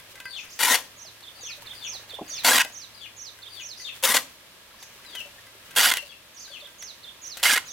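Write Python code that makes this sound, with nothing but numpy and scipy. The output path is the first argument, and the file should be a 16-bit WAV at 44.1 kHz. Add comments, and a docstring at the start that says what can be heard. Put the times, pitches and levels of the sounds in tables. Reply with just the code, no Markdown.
"""A yard by a wooden house front, with a soft outdoor rush and a low hum. A steel shovel is driven five
times over a concrete slab into a soil heap: the edge bites and slips on grit, shaking the blade's modes.
Each tipped load trickles onto the heap, pebbles tick on the ringing blade and soft things thud.
Chicks peep in falling glides between quick twitters, a songbird repeats a wavy whistle, another answers
with short tweets, and a hen clucks faintly. The house front scatters a short echo back."""
import sys
import numpy as np
from scipy import signal
from scipy.fft import rfft, irfft, next_fast_len
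from scipy.io import wavfile
from scipy.ndimage import map_coordinates

SR = 44100
rng = np.random.default_rng(int(sys.argv[2]) if len(sys.argv) > 2 else 0)


def unload_audio(sound):
    """Save the sound as a 16-bit wav file, at the path given as the first command line argument."""
    columns = np.transpose(np.atleast_2d(sound))
    # keep every value between -1 and 1, then stretch to whole-number steps
    steps = np.round(np.clip(columns, -1, 1) * 32767)
    wavfile.write(sys.argv[1], SR, steps.astype(np.int16))


N = 340452


def amp(db):
    """Decibels to gain."""
    return 10 ** (np.asarray(db) / 20)


def unit(x):
    """x at rms 1."""
    return x / np.sqrt(np.mean(x ** 2) + 1e-20)


def along(points, hz):
    """Read a curve of (f/Hz, value) points on a log frequency axis."""
    f, values = np.transpose(points)
    return np.interp(np.log(hz + 1), np.log(f + 1), values)


def wobble(rate, size=N):
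    """A smooth random modulator, rate knots a second."""
    knots = rng.standard_normal(int(size * rate / SR) + 4)
    return map_coordinates(knots, [np.arange(size) * rate / SR])


def filtered(x, response):
    """x through a complex frequency response."""
    size = x.shape[-1]
    padded = next_fast_len(size + SR // 10)
    return irfft(rfft(x, padded) * response(np.fft.rfftfreq(padded, 1 / SR)), padded)[..., :size]


def add(track, s, sound):
    """Mix a sound into a track at time s."""
    part = track[..., max(round(s * SR), 0):][..., :sound.shape[-1]]
    part += sound[..., :part.shape[-1]]


def panned(x, pan_db):
    """A mono sound as a stereo pair; pan is left level minus right."""
    return np.array([x * amp(pan_db / 2), x * amp(-pan_db / 2)])


def impacts(rate, spread_db, size):
    """Tiny random contacts, rate a second, of scattered sizes."""
    clicks = (rng.random(size) < rate / SR) * np.sign(rng.standard_normal(size))
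    return unit(clicks * amp(spread_db * np.clip(rng.standard_normal(size), -2, 2)))


# stereo image of a diffuse field: f/Hz, left-right correlation
CORRELATION = [(60, 1), (180, 0.86), (550, 0.66), (1650, 0.43), (4970, -0.25), (15000, 0.3)]
def diffuse(pair, spectrum):
    """Two unrelated signals as a coloured stereo field, near mono in the bass."""
    def response(hz):
        angle = np.arccos(np.clip(along(CORRELATION, hz), -1, 1)) / 2
        return amp(along(spectrum, hz)) * [np.cos(angle), np.sin(angle)]
    mid, side = filtered(pair, response)
    return unit(np.array([mid + side, mid - side]))


# the microphone ports' own left-right balance: f/Hz, pan/dB
PORT_BALANCE = [(60, -3), (700, 0.5), (2000, 0.5), (3300, 1), (4600, 3.5), (6200, 7), (8300, 2.5),
                (11000, 7), (15000, 6)]
def ports(pair, pan_db):
    """Pan a close sound: the microphone ports tell left from right mainly in the treble."""
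    def response(hz):
        pan_share = along([(400, .05), (1500, .39), (5500, 1)], hz)
        tilt = amp((along(PORT_BALANCE, hz) + pan_db * pan_share) / 2)
        return np.array([tilt, 1 / tilt]) * 2 / (tilt + 1 / tilt)
    return filtered(pair, response)


# fader ride of the hum's upper tone: t/s, level/dB
HUM_RIDE = [(.5, -68), (.95, -64.5), (2.1, -62.5), (2.6, -64.5), (3.6, -64.5), (4.3, -67.5), (4.5, -81),
            (5.0, -77), (5.25, -64), (5.6, -62), (5.9, -82), (7.72, -71)]
# EQ of the outdoor rush: f/Hz, level/dB
RUSH_EQ = [(15, -36), (25, -4), (82, -0.5), (473, 0), (557, 4), (812, -3.5), (881, 1), (1390, 1),
           (1510, -4), (1640, 4.5), (1780, 1), (3390, 2.5), (7220, -6.5), (14200, -8.5), (15800, -16.5)]
def yard():
    """The ambience bed: a steady outdoor rush and a two-tone hum, probably a distant motor."""
    hum_db = np.interp(np.arange(N) / SR, *np.transpose(HUM_RIDE))
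    hum = amp(hum_db + .88 * wobble(6)) * np.sin(2 * np.pi * np.cumsum(108 + 1.6 * wobble(2.2)) / SR)
    hum += amp(-72) * np.sin(2 * np.pi * np.cumsum(70 + 3 * wobble(24)) / SR)
    rush = amp(-50.5 + .81 * wobble(3.13)) * diffuse(rng.standard_normal((2, N)), RUSH_EQ)
    return hum + rush


# loads tipped onto the heap: t/s, length/s, clod level/dB, crumb level/dB
TIPS = [(-.2, 0.75, -56.5, -55.5), (1.05, 1.71, -54.5, -53.5), (3.149, 0.91, -61.5, -55.5),
        (4.6, .95, -57, -55.5), (6.35, 0.59, -70, -57.5)]
# EQ of tumbling clods: f/Hz, level/dB
CLOD_EQ = [(100, 3), (300, -1), (550, 1.5), (800, 1.5), (1600, 6), (3000, 6), (6000, -49.5)]
# EQ of fine crumbs: f/Hz, level/dB
CRUMB_EQ = [(800, -14), (2000, -3), (4000, -3), (8000, -7), (16000, -10)]
def soil(shove_lead_s=.24, shove_s=.64):
    """Clods tumble and crumbs patter in a swell whenever a load is tipped or a push shoves the heap."""
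    t = np.arange(N) / SR
    shoves = [(s - shove_lead_s, shove_s, db - 30.5, db - 28) for s, _, db, *_ in PUSHES]
    clod_gain, crumb_gain = sum(
        amp([[clod_db], [crumb_db]]) * np.sin(np.pi * np.clip((t - s) / length, 0, 1))
        for s, length, clod_db, crumb_db in TIPS + shoves)
    patter = lambda rate, spread_db: np.array([impacts(rate, spread_db, N) for _ in range(2)])
    clods = clod_gain * amp(3.1 * wobble(35)) * diffuse(patter(900, 3.9), CLOD_EQ)
    crumbs = crumb_gain * amp(3.8 * wobble(45)) * diffuse(patter(1100, 4.9), CRUMB_EQ)
    return clods + crumbs


def clod_taps(per_second=22, above_clods_db=11, t60=.039, centre_hz=1150):
    """Up to 30 single small clods break away from each tipped load and tap on the heap."""
    out, t = np.zeros((2, N)), np.arange(SR // 12) / SR
    attack = 1 - np.exp(-t / .0021)
    for s, length, clod_db, _ in TIPS:
        for when, pitch, size in rng.standard_normal((30, 3))[:int(per_second * length)]:
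            hz = centre_hz * np.exp(.55 * np.clip(pitch, -2, 2))
            tone = np.sin(2 * np.pi * hz * t + .53 * wobble(410, len(t)))
            decay = amp(clod_db + above_clods_db + 3.6 * min(size, 1.5) - 60 * t / t60)
            add(out, s + length * np.clip(.5 + when / 4, 0, 1), attack * decay * tone)
    return out


# pebble hits: t/s, level/dB, ring against crunch/dB, crunch t60/s
TICKS = [(.155, -42.5, -10, .06), (0.202, -38.5, -4, 0.048), (0.2553, -42.5, 3, .03),
         (1.2072, -44, -26, 0.02), (2.648, -29, -9.5, 0.024), (3.3885, -46.5, -3, 0.023),
         (4.8267, -39.5, -17, 0.072), (5.1514, -34, -4.5, 0.068), (5.7084, -40.5, -10, .06),
         (5.9378, -16.5, -19, .019), (5.9705, -21, -24, 0.031), (6.8246, -36.5, -17, 0.048),
         (7.371, -33, -22, 0.077), (7.3976, -39, -8, 0.049)]
# EQ of crunching grit: f/Hz, level/dB
GRIT_EQ = [(60, -53), (150, -25), (250, -4), (370, -19.5), (500, -4.5), (620, -2.5), (800, -3), (1000, -9),
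           (1400, 0), (2000, 0.5), (3500, 3.5), (5000, -4), (12000, -4.5), (16000, -10.5)]
# modes of the blade ringing free of the ground: f/Hz, level/dB, t60/s
FREE_MODES = [(994, -16.5, 0.46), (1573, -0.5, 0.19), (2010, 2.5, 0.13), (2550, -5.5, 0.1),
              (2970, -6.5, 0.078), (4780, -15, .05)]
def pebble_ticks(stray_db=-46.5, stray_ring_db=-5.5, stray_t60=.023):
    """Pebbles crunch on the lifted blade and set it ringing; two faint strays fall with each load."""
    out, size = np.zeros(N), SR // 4
    t = np.arange(size) / SR
    strays = [(max(s + length * when, 0), stray_db, stray_ring_db, stray_t60)
              for s, length, *_ in TIPS for when in rng.random(size=2)]
    for s, db, ring_db, crunch_t60 in TICKS + strays:
        grit = filtered(impacts(14000, 2.6, size), lambda hz: amp(along(GRIT_EQ, hz)))
        crunch = unit(grit) * amp(-60 * t / crunch_t60)
        ring = sum(amp(level + rng.normal(0, 3.2) - 60 * t / t60)
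                   * np.sin(2 * np.pi * hz * t + .5 * wobble(135, size))
                   for hz, level, t60 in FREE_MODES)
        add(out, s, amp(db) * (crunch + amp(ring_db) * ring))
    return ports(np.array([out, out]), pan_db=1)


def bird_note(contour, octave, waver, flutter_db):
    """A tone and its octave glide along (t/s, f/Hz, level/dB) points, roughening towards the end."""
    s, hz, db = np.transpose(contour)
    t = np.arange(int(s[-1] * SR)) / SR
    pitch = map_coordinates(hz, [np.interp(t, s, np.arange(len(s)))], mode="nearest")
    jitter = waver * (.084 + (t / t[-1]) ** 2) * wobble(900, len(t))
    phase = 2 * np.pi * np.cumsum(pitch * (1 + jitter)) / SR
    fade = np.clip(np.minimum(t, t[-1] - t) / .00075, 0, 1)
    gain = amp(np.interp(t, s, db) + flutter_db * wobble(183, len(t)))
    return fade * gain * (np.sin(phase) + amp(along(octave, pitch)) * np.sin(2 * phase))


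# peep cues: t/s, length/s, start f/Hz, level/dB
PEEPS = [(0.245, .16, 4990, -36), (1.35, .16, 4800, -40), (1.742, 0.14, 4980, -37), (2.261, .13, 4950, -38),
         (2.938, 0.13, 4700, -40.5), (3.486, .14, 5000, -39.5), (3.774, 0.13, 5240, -34),
         (5.052, 0.16, 4110, -34.5), (5.896, .1, 3555, -36), (6.029, .11, 4600, -45.5),
         (6.446, .13, 4590, -40), (7.663, .11, 4230, -34.5)]
# a peep's lower voice: share of the length, share of the fall when hoarse, level/dB
LOWER_VOICE = [(0, .1, -18), (0.451, .44, -18.5), (.6, .55, -3.5), (0.759, .66, -2.5), (.89, .9, -2),
               (1, 1, -3)]
# its thin upper voice: t/s from the onset, f/Hz, level/dB
UPPER_VOICE = [(0, 4950, -20.5), (.055, 4600, -13), (.11, 4150, -17.5)]
# a peep's octave: fundamental f/Hz, level against the fundamental/dB
PEEP_OCTAVE = [(2500, -28), (3000, -16), (3600, -23), (4400, -12), (5000, -11.5)]
def chicks(pan_db=8.5):
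    """Each peep starts thin, in two voices, and falls; a strained one breaks into a hoarse lower note."""
    out = np.zeros((2, N))
    for s, length, start_hz, db in PEEPS:
        strain = np.interp(start_hz, [4200, 4800], [0, 1])  # the higher the start, the more strained
        fall_hz = np.interp(strain, [0, 1], [2680, 2426]) - start_hz
        waver = np.interp(strain, [0, 1], [.018, .062])
        contour = [(u * length, start_hz + (u + strain * (fall - u)) * fall_hz, level)
                   for u, fall, level in LOWER_VOICE]  # a clear voice glides straight
        lower = bird_note(contour, PEEP_OCTAVE, waver, flutter_db=3)
        upper = bird_note(UPPER_VOICE, PEEP_OCTAVE, waver=.024, flutter_db=5.5)
        add(out, s, panned(amp(db) * lower, pan_db))
        add(out, s, panned(amp(db - 4.5 * (1.5 - strain)) * upper, pan_db))
    return out


# twitter cues: t/s, level/dB
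TWITTERS = [(.358, -44), (.488, -43), (3.764, -40.5), (4.785, -46), (6.378, -41.5)]
# one rising chirp: t/s from the onset, f/Hz, level/dB
TWITTER_CONTOUR = [(0, 4590, -7.5), (.014, 5800, -4), (.028, 6600, -2)]
def twitters(spacing_s=.027, accents_db=(-2, 2, -10), pan_db=-1.8):
    """The chicks twitter in bursts of three quick rising chirps."""
    out = np.zeros((2, N))
    for s, db in TWITTERS:
        for k, accent_db in enumerate(accents_db):
            chirp = bird_note(TWITTER_CONTOUR, [(5000, -16)], waver=.092, flutter_db=1)
            add(out, s + k * spacing_s, panned(amp(db + accent_db) * chirp, pan_db))
    return out


# modes of the blade pressed on the slab: nominal f/Hz, nominal width/Hz, level/dB
PRESSED_MODES = [(283, 87, -3), (458, 20, -7.5), (515, 37, -4), (760, 93, -18), (956, 52, 1),
                 (1049, 13, 6.5), (1176, 17, 1), (1525, 220, 6), (1670, 69, 10.5), (1926, 125, 9),
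                 (1977, 25, 6), (2087, 135, 2), (2115, 44, 5.5), (2430, 82, 0.5), (2770, 63, 7),
                 (2960, 15, 7.5), (2900, 38, -9), (3250, 85, 6), (4080, 30, -4), (4650, 52, 0),
                 (5700, 120, -6), (6640, 52, -1), (7080, 50, -4), (7900, 340, -11), (9300, 67, -3),
                 (10700, 320, -6)]
def pressed_blade(hz, stiffness, damping=.73, min_width_hz=45, scatter_db=3):
    """The blade's frequency response; soil damps it, and each contact point favours other modes."""
    response = 0
    for mode_hz, width_hz, db in PRESSED_MODES:
        loss = 1j * hz * max(width_hz * damping, min_width_hz)
        gain = amp(db + scatter_db * rng.standard_normal())
        response += gain * loss / ((mode_hz * stiffness) ** 2 - hz ** 2 + loss)
    return response


def bite(length, db, load_db, grit_db, stiffness, bass_hz, treble_hz, release_s=.0018):
    """The edge grips and chatters over sand grains, which crackle and shake the blade."""
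    size = 8192
    t, hz = np.arange(size) / SR, np.fft.rfftfreq(size, 1 / SR)
    grip = np.clip(t / .0009, 0, 1) * np.exp(-np.maximum(t - length, 0) / release_s)
    chatter = amp(1.5 * wobble(332.6, size))
    colour = np.hypot(abs(pressed_blade(hz, stiffness)), amp(1 + along(GRIT_EQ, hz)))
    colour *= amp(3 * wobble(1302.5, len(hz)))  # countless higher modes ripple each contact anew
    colour *= hz ** 2 / (bass_hz ** 2 + hz ** 2) / np.sqrt(1 + (hz / treble_hz) ** 4)
    # the load drives the low modes, the edge the middle ones, crushed grit the treble
    low, high = 1 / (1 + (hz / 1200) ** 8), 1 / (1 + (4500 / (hz + 1)) ** 8)
    colour = (amp(load_db) * unit(colour * low) + unit(colour * (1 - low - high))
              + amp(grit_db) * unit(colour * high))
    # minimum phase, so the ring follows each grain
    cepstrum = irfft(np.log(np.maximum(colour, 1e-3)))
    response = np.exp(rfft(np.r_[cepstrum[0], 2 * cepstrum[1:size // 2]], size))

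    def grain_spectrum(rate, spread_db):
        grains = impacts(rate, spread_db, size) * chatter * grip
        return rfft(grains * np.sqrt(np.sum(grip ** 2) / (np.sum(grains ** 2) + 1e-9)))
    direct = irfft(grain_spectrum(7000, 3.9) * response)
    width = amp(-6.5) * along([(900, .031), (3500, .55)], hz)  # flying grit widens the treble
    spray = irfft(grain_spectrum(9000, 2.8) * response * width)
    return amp(db) * np.array([direct + spray, direct - spray])


def squeal(length, pitch_hz, db):
    """One mode sings unsteadily while the edge sticks."""
    size = int(length * SR)
    swell = np.sin(np.pi * np.arange(size) / size) * unit(amp(2 * wobble(220, size)))
    pitch = pitch_hz * (1 + .036 * wobble(403, size))
    return amp(db) * swell * np.sin(2 * np.pi * np.cumsum(pitch) / SR)


GRAZE_S, SETTLE_S, LIFT_S = .01, .034, .012
# the edge skips and loses grip: t/s, length/s, dip/dB
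SKIPS = [(.668, .04, -2), (2.57, 0.0081, -4), (4.054, 0.047, -3), (4.123, 0.021, -9), (7.537, .018, -2.5)]
# it catches on a stone: t/s, length/s, level/dB
CATCHES = [(2.578, .0074, -16), (2.593, .027, -20.5), (4.162, .015, -22.5), (5.913, 0.011, -20),
           (5.945, 0.044, -35.5), (7.556, .013, -22.5), (7.574, 0.0069, -20.5)]
# it sticks and squeals: t/s, length/s, f/Hz, level/dB
SQUEALS = [(.641, 0.092, 990, -27.5), (0.711, 0.034, 1930, -21), (2.461, .039, 950, -24.5),
           (2.526, 0.03, 3400, -21), (2.606, 0.014, 2470, -16), (4.028, .03, 541, -25),
           (5.767, .14, 4700, -24.5), (5.781, 0.13, 2940, -22.5), (7.449, 0.024, 2066, -16),
           (7.489, 0.027, 1680, -16)]
def scrape(start, length, db, graze_db, landing_db, load_db, grit_db, pan_db, *blade, bites=6):
    """One push: the edge grazes, lands, bites and slips under a swelling load, then drags as it lifts."""
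    out, onset = np.zeros((2, SR // 2)), start - GRAZE_S
    add(out, 0, bite(GRAZE_S, db + graze_db, load_db, grit_db, *blade))
    slips = np.arange(1, bites) + np.clip(.2 * rng.standard_normal(bites - 1), -.5, .5)
    edges = length * np.r_[0, slips, bites] / bites
    for begin, end in zip(edges, edges[1:]):
        middle = (begin + end) / 2
        bite_db = db + landing_db * max(1 - middle / SETTLE_S, 0) + .96 * rng.standard_normal()
        weight_db = load_db + 1.5 * (np.sin(np.pi * middle / length) - 1)  # heaviest in mid-push
        add(out, GRAZE_S + begin, bite(end - begin, bite_db, weight_db, grit_db, *blade))
    t = onset + np.arange(out.shape[1]) / SR
    out *= amp(sum(dip_db * np.sin(np.pi * np.clip((t - s) / held, 0, 1)) for s, held, dip_db in SKIPS))
    add(out, GRAZE_S + length, bite(LIFT_S, db - 11, load_db, grit_db - 2, *blade, release_s=.026))
    for s, held, catch_db in CATCHES:
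        if 0 <= s - onset < .5:
            add(out, s - onset, bite(held, catch_db, -13.5, grit_db - 6, *blade))  # mostly middle modes
    for s, *tone in SQUEALS:
        if 0 <= s - onset < .5:
            add(out, s - onset, squeal(*tone))
    return ports(out, pan_db)


# push cues: t/s, length/s, level/dB, graze trim/dB, landing trim/dB, load trim/dB, grit trim/dB,
# pan/dB, stiffness (factor on the mode frequencies), low cut/Hz, high cut/Hz
PUSHES = [(0.6, .16, -22.5, -10, -9, -6.5, 0.9, 1.5, 0.98, 280, 17000),
          (2.445, .13, -22, -16, -0.5, -4.5, 1, -2, 0.98, 270, 14900),
          (4.036, .141, -23.5, -11, 1, -4, 2.5, 0, 1.0, 240, 21000),
          (5.761, .143, -23, -20, 3, -9, 0.1, -5, 0.98, 385, 19000),
          (7.429, 0.12, -22, -25, 2, -12.5, -1, -6.5, 0.99, 212, 11700)]
def shovel():
    """The steel blade is pushed five times over the concrete slab."""
    out = np.zeros((2, N))
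    for start, *push in PUSHES:
        add(out, start - GRAZE_S, scrape(start, *push))
    return out


# whistle cues: t/s, level/dB
WHISTLES = [(.966, -38.5), (1.408, -33), (1.842, -30), (2.279, -29), (2.722, -34.5), (3.164, -34),
            (3.606, -33), (6.342, -40), (6.784, -34.5), (7.216, -32), (7.655, -34.5)]
# one wavy, falling whistle: t/s from the onset, f/Hz, level/dB
WHISTLE_CONTOUR = [(0, 6190, -14.5), (.012, 6820, -13), (.026, 6206, -5.5), (.041, 5680, -7.5),
                   (.058, 6454, -2.5), (.073, 5974, -8.5), (.09, 5200, -8.5), (.105, 4380, -6),
                   (.128, 3770, -7), (.146, 3220, -30)]
# tweet cues: t/s, level/dB
TWEETS = [(1.226, -37), (1.660, -34.5), (2.095, -32.5), (3.420, -36), (3.88, -39.5), (6.600, -37),
          (7.031, -36)]
# one short tweet: t/s from the onset, f/Hz, level/dB
TWEET_CONTOUR = [(0, 3550, -8), (.008, 4540, -11.5), (.014, 3630, -3), (0.024, 3583, -8),
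                 (.038, 3166, -19.5), (0.047, 3317, -4.5), (.057, 3600, -2.5), (0.065, 3280, -5.5),
                 (0.074, 2720, -24)]
def songbirds(pan_db=-6.5):
    """Two small birds trade nearly pure notes: one whistles, the other tweets back."""
    out = np.zeros((2, N))
    for cues, contour, waver in ((WHISTLES, WHISTLE_CONTOUR, .008), (TWEETS, TWEET_CONTOUR, .03)):
        for s, db in cues:
            call = bird_note(contour, [(5000, -56)], waver, flutter_db=1.5)
            add(out, s, panned(amp(db) * call, pan_db))
    return out


def dull_tone(db, pitch_hz, t60, rough, attack_s=.0052):
    """A soft, low, slightly rough note that dies away."""
    t = np.arange(SR // 4) / SR
    envelope = amp(db - 60 * t / t60) * (1 - np.exp(-t / attack_s))
    return envelope * np.sin(2 * np.pi * pitch_hz * t + rough * wobble(289, len(t)))


# cluck cues: t/s, level/dB
CLUCKS = [(1.575, -42.5), (5.254, -40.5), (6.025, -39), (6.50, -43.5), (6.622, -40.5)]
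def hen():
    """Short soft clucks, all on one pitch."""
    out = np.zeros((2, N))
    for s, db in CLUCKS:
        add(out, s, dull_tone(db, pitch_hz=577, t60=.12, rough=.38))
    return out


# thud cues: t/s, level/dB, f/Hz
THUDS = [(1.946, -37, 753), (2.131, -33.5, 557), (2.186, -23.5, 675), (2.187, -31, 1035),
         (2.211, -20.5, 316), (2.211, -25, 723), (2.647, -27, 685)]
def thuds():
    """Soft things thud: dull, quickly damped knocks."""
    out = np.zeros(N)
    for s, db, pitch_hz in THUDS:
        add(out, s, dull_tone(db, pitch_hz, t60=.058, rough=1))
    return ports(np.array([out, out]), pan_db=1)


# decay of the echo: f/Hz, t60/s
ECHO_DECAY = [(200, 0.53), (2000, 0.21), (6000, 0.34), (14000, 0.15)]
def house_echo(x, predelay_s):
    """The wooden house front scatters sound back; the bass rings longest."""
    hz, t, noise = signal.stft(rng.standard_normal((2, SR // 2)), SR, nperseg=256)
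    tail = signal.istft(noise * amp(-60 * t / along(ECHO_DECAY, hz)[:, None]), SR, nperseg=256)[1]
    tail = diffuse(tail, [(100, 0), (16000, 0)]) / np.sqrt(tail.shape[1])
    delayed = np.pad(x, ((0, 0), (int(predelay_s * SR), 0)))
    return signal.fftconvolve(delayed, tail, axes=1)[:, :N]


def scene():
    """The mix: the near shovel is almost dry; the birds are farther off, with more echo."""
    digging = shovel() + pebble_ticks() + thuds()
    song = songbirds()
    peeps = chicks() + twitters()
    echoes = (amp(-17) * house_echo(digging, .012) + amp(-6) * house_echo(song, .012)
              + amp(-.3) * house_echo(peeps, .0045))
    return digging + song + peeps + echoes + soil() + clod_taps() + hen() + yard()


CEILING, TOP_HZ = .75, 16050
def record(dry):
    """The master: a soft clip rounds the highest peaks and a brick-wall low-pass trims the top."""
    rounded = dry / (1 + (dry / CEILING) ** 4) ** .25
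    return filtered(rounded, lambda hz: hz < TOP_HZ)


dry = scene()
out = record(dry)
unload_audio(out)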